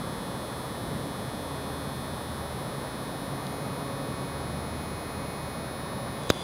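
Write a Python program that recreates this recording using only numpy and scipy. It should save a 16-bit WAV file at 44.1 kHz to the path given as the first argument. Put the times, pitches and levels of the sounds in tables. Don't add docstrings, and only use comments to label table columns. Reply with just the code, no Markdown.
import sys
import numpy as np
from scipy import signal
from scipy.fft import rfft, irfft, next_fast_len
from scipy.io import wavfile
from scipy.ndimage import uniform_filter1d

SR = 44100
rng = np.random.default_rng(int(sys.argv[2]) if len(sys.argv) > 2 else 0)


def output_pcm(signal):
    pcm = np.clip(np.atleast_2d(signal).T, -1, 1) * 32767
    wavfile.write(sys.argv[1], SR, np.round(pcm).astype(np.int16))


N = 283563
T = np.arange(N) / SR
MOTOR_HZ = 138.85
TOP_HZ = 15750


def pen(wobble=0.000605, scatter=0.045, throb=0.42):
    # (place in the turn [0-1], into the housing [dB], into the cartridge [dB])
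    strokes = [(.175, -30, 1.5), (.51, 3, -10.9), (.647, -30, -14.2), (.845, -6.3, -12.7)]
    # (centre [Hz], width of one pass [Hz], level [dB])
    housing_modes = [(1603, 381, -61.9), (1793, 194, -59.5), (2080, 50, -64.3), (2218, 78, -60.2),
                     (2500, 50, -63.5), (3083, 50, -61.7), (3382, 586, -68.3), (3495, 223, -60.4),
                     (3759, 50, -59.8), (3899, 136, -56.9), (4164, 50, -61.5), (4314, 184, -73.4),
                     (4836, 50, -64.5), (4931, 96, -61.1), (5130, 567, -73.9), (5647, 141, -69.2),
                     (5942, 203, -71.3), (6304, 191, -71.0), (6664, 50, -72.8), (6932, 50, -72.5)]
    # (centre [Hz], width of one pass [Hz], level [dB])
    cartridge_modes = [(7510, 381, -72.7), (7873, 347, -70.3), (8309, 443, -68.9), (8737, 808, -77.0),
                       (9226, 407, -65.1), (9507, 339, -63.2), (9988, 900, -60.3), (10301, 173, -60.3),
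                       (10474, 369, -68.1), (10813, 137, -65.6), (11310, 900, -83.8), (11645, 50, -63.5),
                       (12014, 218, -68.7), (12354, 267, -68.9), (12698, 162, -71.1), (13078, 280, -75.1),
                       (13803, 146, -68.9), (14132, 344, -75.6), (14810, 162, -71.3), (15033, 133, -67.6),
                       (15290, 358, -73.4)]
    # (frequency [Hz], level [dB per Hz])
    loose_hiss = [(1200, -100), (2400, -90), (3500, -79), (5000, -85.5), (7000, -92), (9500, -93),
                  (12000, -104), (15500, -107)]
    # (multiple of the motor speed, level before hum_db [dB])
    hum_lines = [(1, -48.5), (2, -52), (3, -56.5), (4, -52.5), (7, -62), (8, -56.5), (9, -64)]
    # (crest [s], half-length [s], added amplitude [multiples of the usual one])
    hum_swells = [(1.477, 0.086, .6), (3.845, 0.39, 1.1)]
    hum_db = -1
    drag_hz = .13

    low, lifted = hold()
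    speed_hz = (MOTOR_HZ - drag_hz * low) * (1 + wobble * walk(8))
    turns = np.cumsum(speed_hz) / SR
    shares = [(1 - low) * (1 - lifted), low * (1 - lifted), lifted]
    places, housing_db, needle_db = np.transpose(strokes)

    housing = buzz(turns, housing_modes, places, housing_db, shares, shimmer=0.074)
    needle = buzz(turns, cartridge_modes, places, needle_db, shares, shimmer=0.15)
    needle = needle * (1 + scatter * walk(300))

    scrape = 1 + throb * np.cos(2 * np.pi * (turns - places[1]))
    loose = noise(loose_hiss) * lifted ** 0.65 * scrape

    hum = 0
    for multiple, db in hum_lines:
        level = np.sqrt(2) * undb(db + 2.4 * walk(2.61))
        hum = hum + level * np.sin(2 * np.pi * (multiple * turns + rng.random()))
    added = sum(amount * swell(s, half_s) for s, half_s, amount in hum_swells)
    hum = hum * undb(hum_db) * (1 + added)
    return housing + needle + loose + hum + whistle(turns, lifted)


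def buzz(turns, modes, places, stroke_db, shares, shimmer):
    # (frequency [Hz], high grip [dB], low grip [dB], lifted [dB])
    finger_gains = [(1840, .5, 0.5, -7), (2140, -4, 3.5, -4), (3000, 0, -0.5, 2), (3450, 2, -6.5, 17),
                    (3740, 0, 0, -13), (6550, 0.5, -1.5, 1), (7050, -4, 0.5, -7), (8140, 3.5, -14, 2),
                    (9600, 0.5, 4, -7), (9870, 1.5, -3, 9), (10210, -2, 2.5, -10), (11400, 2.5, -3, -14),
                    (14200, -1, 2.5, -8), (15400, -2, -1, -7)]
    size = 4096
    k = np.arange(1, int(TOP_HZ / MOTOR_HZ) + 1)
    hz = k * MOTOR_HZ
    blows = np.exp(-2j * np.pi * np.outer(k, places)) @ undb(stroke_db)
    ringing = sum(undb(db) * resonance(hz, f, width) ** 2 for f, width, db in modes)
    lines = blows * ringing
    place = turns % 1 * size

    def play(partials):
        wave = irfft(np.r_[0, partials], size) * size / np.sqrt(2)
        return np.interp(place, np.arange(size + 1), np.r_[wave, wave[0]])

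    gains = colours(finger_gains, hz)
    out = sum(share * play(lines * gain) for share, gain in zip(shares, gains))
    for _ in range(2):
        out = out + shimmer * walk(2.96) * play(lines * rng.standard_normal(len(k)))
    return out


def whistle(turns, lifted):
    sidebands = [(1, -9), (1, -3), (1, 0), (1, 1), (1, 3), (1, 6), (1, 15), (2, -3), (2, 0)]
    # (on the skin [dB], lifted [dB])
    line_levels = [(-70, -72), (-59, -71), (-64, -50.5), (-73.5, -80), (-60.5, -76), (-70.5, -77),
                   (-84, -79), (-89, -86), (-75, -75)]
    drive_hz = 4816
    out = 0
    for (multiple, offset), (skin_db, free_db) in zip(sidebands, line_levels):
        db = skin_db + (free_db - skin_db) * lifted
        cycles = multiple * drive_hz * T + offset * turns
        out = out + np.sqrt(2) * undb(db) * np.sin(2 * np.pi * cycles)
    return out


def hold():
    slide_from_s, slide_to_s = 1.51, 5.3
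    lift_from_s, lift_takes_s = 6.08, 0.37
    resting_share = 0.03
    low = np.clip((T - slide_from_s) / (slide_to_s - slide_from_s), 0, 1)
    off = np.clip((T - lift_from_s) / lift_takes_s, 0, 1) ** 2
    return low, np.clip(resting_share + off, 0, 1)


def clicks():
    # (time [s], peak before the fade [dB], crunch's fall by 60 dB [s], brightness [dB per octave])
    contacts = [(3.4679, -31, 0.0033, 0), (6.234, -38, .012, 4), (6.272, -38, .004, 6),
                (6.294, -24, .002, -6), (6.3003, -14, 0.0079, -0.5), (6.3020, -13, 0.0043, -1.5),
                (6.3034, -14.5, .0034, 4), (6.3073, -17, 0.0033, -15), (6.343, -38, .003, 5)]
    # (centre [Hz], width of one pass [Hz], level [dB])
    plastic = [(3840, 860, 1), (4910, 1120, -1.5), (6260, 2100, -5.5), (10000, 7000, -21)]
    size = 2048
    out = np.zeros(N + size)
    t, hz = np.arange(size) / SR, np.fft.rfftfreq(size, 1 / SR)
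    ring = sum(undb(db) * resonance(hz, f, width) ** 2 for f, width, db in plastic)
    octaves = np.log2(np.maximum(hz / plastic[0][0], 1))
    fade = 1 - t / t[-1]
    for s, db, t60, bright_db in contacts:
        crunch = rng.standard_normal(size) * np.exp(-np.log(1000) * t / t60)
        click = irfft(rfft(crunch) * ring * undb(bright_db * octaves))
        start = int(s * SR)
        out[start:start + size] += undb(db) * click / np.abs(click).max() * fade
    return out[:N]


def knock(sway_hz=100, sway_width_hz=60, sway_db=3, radiate_hz=60):
    # (time [s], peak of the force [dB], rise [s])
    pushes = [(6.3026, -2, .00011), (6.30355, -6, .00025)]
    force = 0
    for i, (s, db, rise) in enumerate(pushes):
        age = np.maximum(T - s, 0) / rise
        force = force - (-1) ** i * undb(db) * age * np.exp(1 - age)
    size = next_fast_len(N)
    hz = np.fft.rfftfreq(size, 1 / SR)
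    direct = 1j * hz / (1j * hz + radiate_hz)
    desk = direct + undb(sway_db) * resonance(hz, sway_hz, sway_width_hz)
    return irfft(rfft(force, size) * desk, size)[:N]


def fan(drone_hz=77.3, waver_hz=1.62, rumble_hz=320):
    # (frequency [Hz], level [dB per Hz])
    air_spectrum = [(27, -92), (42, -70), (95, -65), (125, -60), (200, -62), (350, -67.5), (570, -66.5),
                    (850, -70), (1120, -69.5), (1500, -78), (1850, -80), (2500, -88.5), (3700, -93),
                    (5500, -101), (16000, -104)]
    # (crest [s], half-length [s], rise [dB])
    surges = [(.92, 0.11, 4), (3.05, 0.08, 3.5)]
    # (crest [s], half-length [s], added level [dB])
    drone_swells = [(1.75, .35, -48), (2.417, 0.18, -44.5), (4.65, 0.34, -45), (5.4, .5, -51.5)]
    surge_spread_db, surges_per_s = 1.0, 7
    drone_db = -57.5

    air = noise(air_spectrum)
    rumble = signal.sosfiltfilt(signal.butter(2, rumble_hz, fs=SR, output="sos"), air)
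    surge_db = surge_spread_db * walk(surges_per_s)
    surge_db = surge_db + sum(db * swell(s, half_s) for s, half_s, db in surges)

    drone_gain = undb(drone_db) + sum(undb(db) * swell(s, half_s) for s, half_s, db in drone_swells)
    drone_cycles = np.cumsum(drone_hz + waver_hz * walk(9)) / SR
    drone = np.sqrt(2) * drone_gain * np.sin(2 * np.pi * drone_cycles)
    return air - rumble + rumble * undb(surge_db) + drone


def noise(spectrum):
    size = next_fast_len(N)
    colour, = colours(spectrum, np.fft.rfftfreq(size, 1 / SR))
    return irfft(rfft(rng.standard_normal(size)) * colour, size)[:N] * np.sqrt(SR / 2)


def colours(rows, hz):
    points, *columns = np.transpose(rows)
    return [undb(np.interp(np.log(hz + 1e-9), np.log(points), c)) for c in columns]


def resonance(hz, centre_hz, width_hz):
    return hz * width_hz / (hz * width_hz + 1j * (hz ** 2 - centre_hz ** 2))


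def walk(rate):
    step = max(int(SR / rate), 1)
    stairs = np.repeat(rng.standard_normal(N // step + 1), step)[:N]
    return uniform_filter1d(stairs, step) * np.sqrt(3 / 2)


def swell(crest_s, half_s):
    return np.exp(-((T - crest_s) / half_s) ** 2)


def undb(db):
    return 10 ** (np.asarray(db) / 20)


def scene():
    return (pen() + clicks() + knock() + fan())[None]


def record(dry):
    return signal.sosfilt(signal.ellip(10, .1, 70, TOP_HZ, fs=SR, output="sos"), dry)


dry = scene()
out = record(dry)
output_pcm(out)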